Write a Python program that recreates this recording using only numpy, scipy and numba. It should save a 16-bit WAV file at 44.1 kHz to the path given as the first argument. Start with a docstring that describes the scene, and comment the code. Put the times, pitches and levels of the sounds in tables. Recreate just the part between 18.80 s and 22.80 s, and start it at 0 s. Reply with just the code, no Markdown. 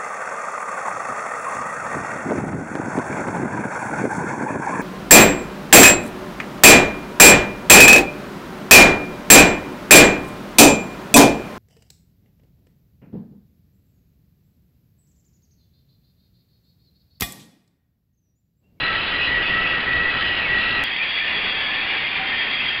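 """Ultrasonic tip cavitating in water

One microphone close by the vessel, no room sound, two set-ups joined by a hard cut with a faint tick.
Countless bubble collapses make a harsh hiss and drive wandering resonances of bubble cloud and vessel.
First a bubble cone under the tip sings in surges near 1.9 kHz; then the probe stands deep in the water
and the hiss is thinner and brighter."""
import sys
import numpy as np
from scipy import signal
from scipy.fft import rfft, irfft
from scipy.io import wavfile
from numba import njit

SR = 44100
rng = np.random.default_rng(int(sys.argv[2]) if len(sys.argv) > 2 else 0)


def generate_wav(signal):
    """Clip the signal to [-1, 1] and save it as 16-bit WAV at the path in sys.argv[1]."""
    frames = np.transpose(np.atleast_2d(signal))
    scaled = np.clip(frames, -1, 1) * 32767
    pcm = np.round(scaled).astype(np.int16)
    wavfile.write(sys.argv[1], SR, pcm)


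N = 176400
TIME, FREQS = np.arange(N) / SR, np.arange(N // 2 + 1) * SR / N
CUT_S = 2.0385  # from the cone to the deep probe


def undb(db):
    return 10 ** (np.asarray(db) / 20)


def unit(x):
    """Scale to rms 1."""
    return x / np.sqrt(np.mean(x ** 2))


def curve(rows, column=1):
    """One column of a table, joined by straight lines in time."""
    rows = np.array(rows, float)
    return np.interp(TIME, rows[:, 0], rows[:, column])


def wobble(hz):
    """Gaussian wobble of spread 1 that holds nothing much faster than hz."""
    spectrum = rfft(rng.standard_normal(N)) * (FREQS > 0)
    return unit(irfft(spectrum / np.sqrt(1 + (FREQS / hz) ** 4), N))


def shaped(x, points):
    """Filter a sound by (frequency [Hz], gain [dB]) points."""
    hz, db = np.array(points, float).T
    gain_db = np.interp(np.log(np.maximum(FREQS, 1)), np.log(hz), db)
    return irfft(rfft(x) * undb(gain_db), N)


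def low_end(x, below_hz):
    return signal.sosfiltfilt(signal.butter(2, below_hz, fs=SR, output="sos"), x)


@njit
def bandpass(x, hz, width_hz):
    """State-variable band-pass with a moving centre."""
    y, band_state, low_state = np.empty(len(x)), 0., 0.
    for i in range(len(x)):
        g, damping = np.tan(np.pi * hz[i] / SR), width_hz / hz[i]
        band = (band_state + g * (x[i] - low_state)) / (1 + g * (g + damping))
        band_state = 2 * band - band_state
        low_state += 2 * g * band
        y[i] = damping * band
    return y


def collapses(per_s=30000, spread_db=2.5):
    """A dense crackle of imploding bubbles of uneven size; rms 1."""
    happens = rng.random(N) < per_s / SR
    polarity = np.sign(rng.standard_normal(N))
    size = undb(spread_db * rng.exponential(size=N))
    return unit(happens * polarity * size)


def resonance(hz, width_hz):
    """A resonance with steep skirts, kept ringing by the collapses; rms 1."""
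    centre = hz * np.ones(N)
    ring = bandpass(collapses(), centre, float(width_hz))
    return unit(bandpass(ring, centre, 3.5 * width_hz))


def whistle(hz, jitter_hz, rough, width_hz):
    """A self-sustained pulsation with a trembling pitch and a halo of ringing collapses; rms 1."""
    phase = 2 * np.pi * np.cumsum(hz + jitter_hz * wobble(120)) / SR
    return unit(unit(np.sin(phase)) + rough * resonance(hz, width_hz))


# The vessel's ring with the probe deep (time [s], level [dB])
HOLLOW_RING = [(2.04, -52), (2.6, -48), (3.36, -46.5), (3.41, -35.5), (3.45, -45), (3.52, -41.5),
               (3.6, -51)]

def hollow_ring():
    """Far back in the sound, the collapses ring the vessel with a faint hollow note."""
    return resonance(769, width_hz=18) * undb(curve(HOLLOW_RING))


def loose_bubbles(per_s=300, centre_hz=2363, spread_oct=.45, decay_s=.009):
    """Loose bubbles in the water, each a short damped ring at its own pitch."""
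    t = TIME[:SR // 10]
    out = np.zeros(N + len(t))
    for when, pitch, size in rng.random((int(per_s * N / SR), 3)):
        hz = centre_hz * 2 ** (spread_oct * (2 * pitch - 1))
        start = int(when * N)
        out[start:start + len(t)] += size * np.exp(-t / decay_s) * np.sin(2 * np.pi * hz * t)
    return unit(out[:N]) * undb(-32.5)


# Whistling clusters (start [s], length [s], from [Hz], to [Hz], peak level [dB])
CLUSTER_CHIRPS = [(1.634, .06, 2380, 2070, -24), (2.18, .08, 2250, 2660, -26.5),
                  (2.736, 0.089, 2470, 2733, -27), (2.782, .26, 1123, 978, -42),
                  (3.072, 0.15, 1696, 1616, -33.5), (3.346, .14, 1457, 1440, -39.5),
                  (3.547, 0.13, 2070, 1943, -28)]

def cluster_chirps():
    """Bubble clusters whistle briefly, gliding as they grow or shrink."""
    out = np.zeros(N)
    for start, length, from_hz, to_hz, db in CLUSTER_CHIRPS:
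        along = np.clip((TIME - start) / length, 0, 1)
        tone = whistle(from_hz + (to_hz - from_hz) * along, jitter_hz=18, rough=.5, width_hz=60)
        out += tone * np.sin(np.pi * along) * undb(db)
    return out


# Modes of cloud and vessel in each set-up
# (centre [Hz], width [Hz], level [dB], flutter [dB], drift [share of the pitch])
CONE_MODES = [(1616, 28, -39.5, 2, .002), (2561, 50, -31.5, 3.5, 0.0098), (3057, 72, -40, 4, .012),
              (3398, 40, -39.5, 2.5, .01)]
DEEP_MODES = [(1640, 50, -43.5, 2.5, 0.037), (2025, 70, -34.5, 5, .03), (2384, 70, -33.5, 2.7, 0.034),
              (2724, 63, -35.5, 4.1, 0.036), (3513, 90, -42, 3, 0.0089)]

def cloud(modes, drift_hz, flutter_hz):
    """Resonances that wander and flutter as the bubble cloud changes shape."""
    out = np.zeros(N)
    for hz, width_hz, db, flutter_db, drift in modes:
        ring = resonance(hz * (1 + drift * wobble(drift_hz)), width_hz)
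        flutter = unit(undb(flutter_db * wobble(flutter_hz)))
        out += ring * flutter * undb(db)
    return out


# The cone's low ring and the sizzle atop its hiss (time [s], relative level [dB])
LOW_RING = [(0, -27), (.2, -34.5), (.34, -36), (.4, -53), (.65, -38), (.79, -30.5), (1.1, -38.5),
            (1.36, -31), (1.48, -39), (1.7, -48), (1.8, -34), (2.03, -36.5)]
SIZZLE = [(0, -36), (.35, -40), (.45, -36.5), (.62, -48), (1.15, -43), (1.29, -40.5), (1.5, -45),
          (1.6, -38), (1.69, -53), (1.8, -36.5), (1.98, -39.5), (2.03, -46.5)]
# The cone's rasp (time [s], relative level [dB], centre [Hz])
RASP = [(0, -30.5, 2875), (.39, -28, 2800), (.455, -22, 2850), (.51, -33, 2890), (.66, -27, 2770),
        (.9, -23, 2670), (1.05, -37.5, 2790), (1.28, -36.5, 2897), (1.4, -27.5, 2995), (1.57, -25.5, 2777),
        (1.7, -28, 2675), (1.85, -23.5, 2637), (2.03, -27, 2760)]

def cone_resonances():
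    """Under the tip the collapses drive a low ring, a broad rasp and a thin sizzle."""
    ring = resonance(1315, width_hz=31) * undb(curve(LOW_RING) - .5)
    rasp_hz = curve(RASP, column=2) * (1 + .015 * wobble(5))
    rasp = resonance(rasp_hz, width_hz=280) * undb(curve(RASP) - 1)
    sizzle_hz = 3847 * (1 + .012 * wobble(2.7))
    sizzle = resonance(sizzle_hz, width_hz=73) * undb(curve(SIZZLE) - .5)
    return ring + rasp + sizzle


# Hiss spectrum round the deep probe (frequency [Hz], relative level [dB])
DEEP_HISS = [(20, -70), (100, -69), (260, -66), (500, -68.5), (1000, -65.5), (1450, -65), (1900, -61),
             (2450, -56), (2800, -59.5), (3030, -65.5), (3550, -62.5), (3830, -70), (4000, -78)]
# Churning of that hiss's low end (time [s], gain [dB])
CHURN = [(2.04, -2), (2.37, -2.5), (2.6, 1.5), (3.0, 0.5), (3.25, -1), (3.5, 1), (4, -0.5)]

def deep_hiss():
    """Collapses round the immersed probe: a thin, flickering hiss over churning water."""
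    hiss = unit(shaped(collapses(), DEEP_HISS)) * undb(-25.5 + 1.1 * wobble(9))
    churn = low_end(hiss, below_hz=1400) * (undb(curve(CHURN)) - 1)
    return hiss + churn


# Hiss spectrum under the tip (frequency [Hz], relative level [dB])
CONE_HISS = [(20, -59), (45, -57), (150, -61), (270, -60.5), (500, -61.5), (1050, -62.5), (1500, -58),
             (2200, -59.5), (2900, -61.5), (3450, -63.5), (3680, -69), (4000, -72)]

def cone_hiss(surge):
    """Collapses in the cone: a harsh hiss whose low end heaves with the singing."""
    hiss = unit(shaped(collapses(), CONE_HISS)) * undb(-25)
    swell = unit(surge ** .47)  # 0.47 dB per dB of singing
    return hiss + low_end(hiss, below_hz=500) * (swell - 1)


# Two resonances round the deep probe (time [s], centre [Hz], relative level [dB])
LOWER_GLIDE = [(2.04, 1886, -38), (2.18, 1866, -28), (2.3, 1760, -40.5), (2.42, 1792, -27.5),
               (2.65, 1810, -39.5), (2.9, 1714, -29.5), (3.05, 1843, -34.5), (3.4, 1870, -40),
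               (3.54, 1827, -26.5), (3.8, 1831, -36), (4, 1820, -32)]
UPPER_GLIDE = [(2.04, 3270, -29), (2.24, 3325, -33.5), (2.34, 3340, -26.5), (2.5, 3370, -30),
               (2.75, 3298, -27), (3.15, 3350, -32), (3.42, 3160, -35), (3.6, 3236, -26.5),
               (3.75, 3290, -27), (3.9, 3240, -25), (4, 3234, -34.5)]

def deep_glides():
    """Up front with the probe deep, two gliding resonances whistle roughly."""
    out = np.zeros(N)
    for glide, width_hz, trim_db in (LOWER_GLIDE, 67, .2), (UPPER_GLIDE, 130, -.86):
        tone = whistle(curve(glide), jitter_hz=33.9, rough=.9, width_hz=width_hz)
        out += tone * undb(curve(glide, column=2) + trim_db)
    return out


# Surges of the cone's singing (start [s], length [s], level [dB])
SURGES = [(0.014, 0.17, -25.5), (.32, 0.11, -27), (0.461, .17, -21.5), (0.683, .19, -21.5),
          (0.892, .13, -25), (1.06, .25, -20.5), (1.326, 0.052, -23.5), (1.407, .135, -23.5),
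          (1.575, 0.059, -24.5), (1.677, 0.14, -21), (1.817, 0.25, -26)]

def surge_gain(attack_s=.025, release_s=.014, rest_db=-31.5):
    """Each surge of the singing swells, holds and dies back to a faint rest level."""
    gain = np.full(N, undb(rest_db))
    for start, length, db in SURGES:
        rise, fall = (TIME - start) / attack_s, (start + length - TIME) / release_s
        gain += (undb(db) - undb(rest_db)) * np.clip(np.minimum(rise, fall), 0, 1)
    return gain


def cone_singing(surge):
    """Up front, the bubble cone pulsates as a whole: a rough tone beating with a lower mode."""
    tone = whistle(1934 + 12 * wobble(14), jitter_hz=14, rough=.38, width_hz=70)
    lower_mode = resonance(1858, width_hz=45) * undb(-7)
    return surge * (tone + lower_mode)


def scene():
    """At the vessel: the cone, then the deep probe, with loose bubbles and chirps in both."""
    surge = surge_gain()
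    cone = cloud(CONE_MODES, drift_hz=3.3, flutter_hz=6.1)
    cone += cone_resonances() + cone_hiss(surge) + cone_singing(surge)
    deep = cloud(DEEP_MODES, drift_hz=3.6, flutter_hz=7.6)
    deep += hollow_ring() + deep_hiss() + deep_glides()
    return (loose_bubbles() + cluster_chirps() + np.where(TIME < CUT_S, cone, deep))[None]


# Leak of the mirror image above half the recorder's sampling rate (frequency [Hz], gain [dB])
IMAGE_LEAK = [(4000, 2.5), (4300, -6.5), (4700, -15), (5000, -23.5), (5250, -32), (5480, -43.5)]

def record(dry, sampling_hz=8000, ceiling=.35, mic_top_hz=5486, top_hz=15800):
    """The microphone's narrow-band recorder rounds peaks and mirrors the treble; the cut ticks once."""
    rounded = ceiling * np.tanh(dry / ceiling)
    band = irfft(rfft(rounded) * (FREQS < sampling_hz / 2), N)
    image = shaped(band * 2 * np.cos(2 * np.pi * sampling_hz * TIME), IMAGE_LEAK)
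    heard = signal.sosfilt(signal.ellip(10, .2, 80, mic_top_hz, fs=SR, output="sos"), band + image)
    tick = undb(-10.5) * (TIME >= CUT_S) * np.exp(-np.abs(TIME - CUT_S) / .00018)
    return signal.sosfilt(signal.ellip(8, .2, 70, top_hz, fs=SR, output="sos"), heard + tick)


dry = scene()
out = record(dry)
generate_wav(out)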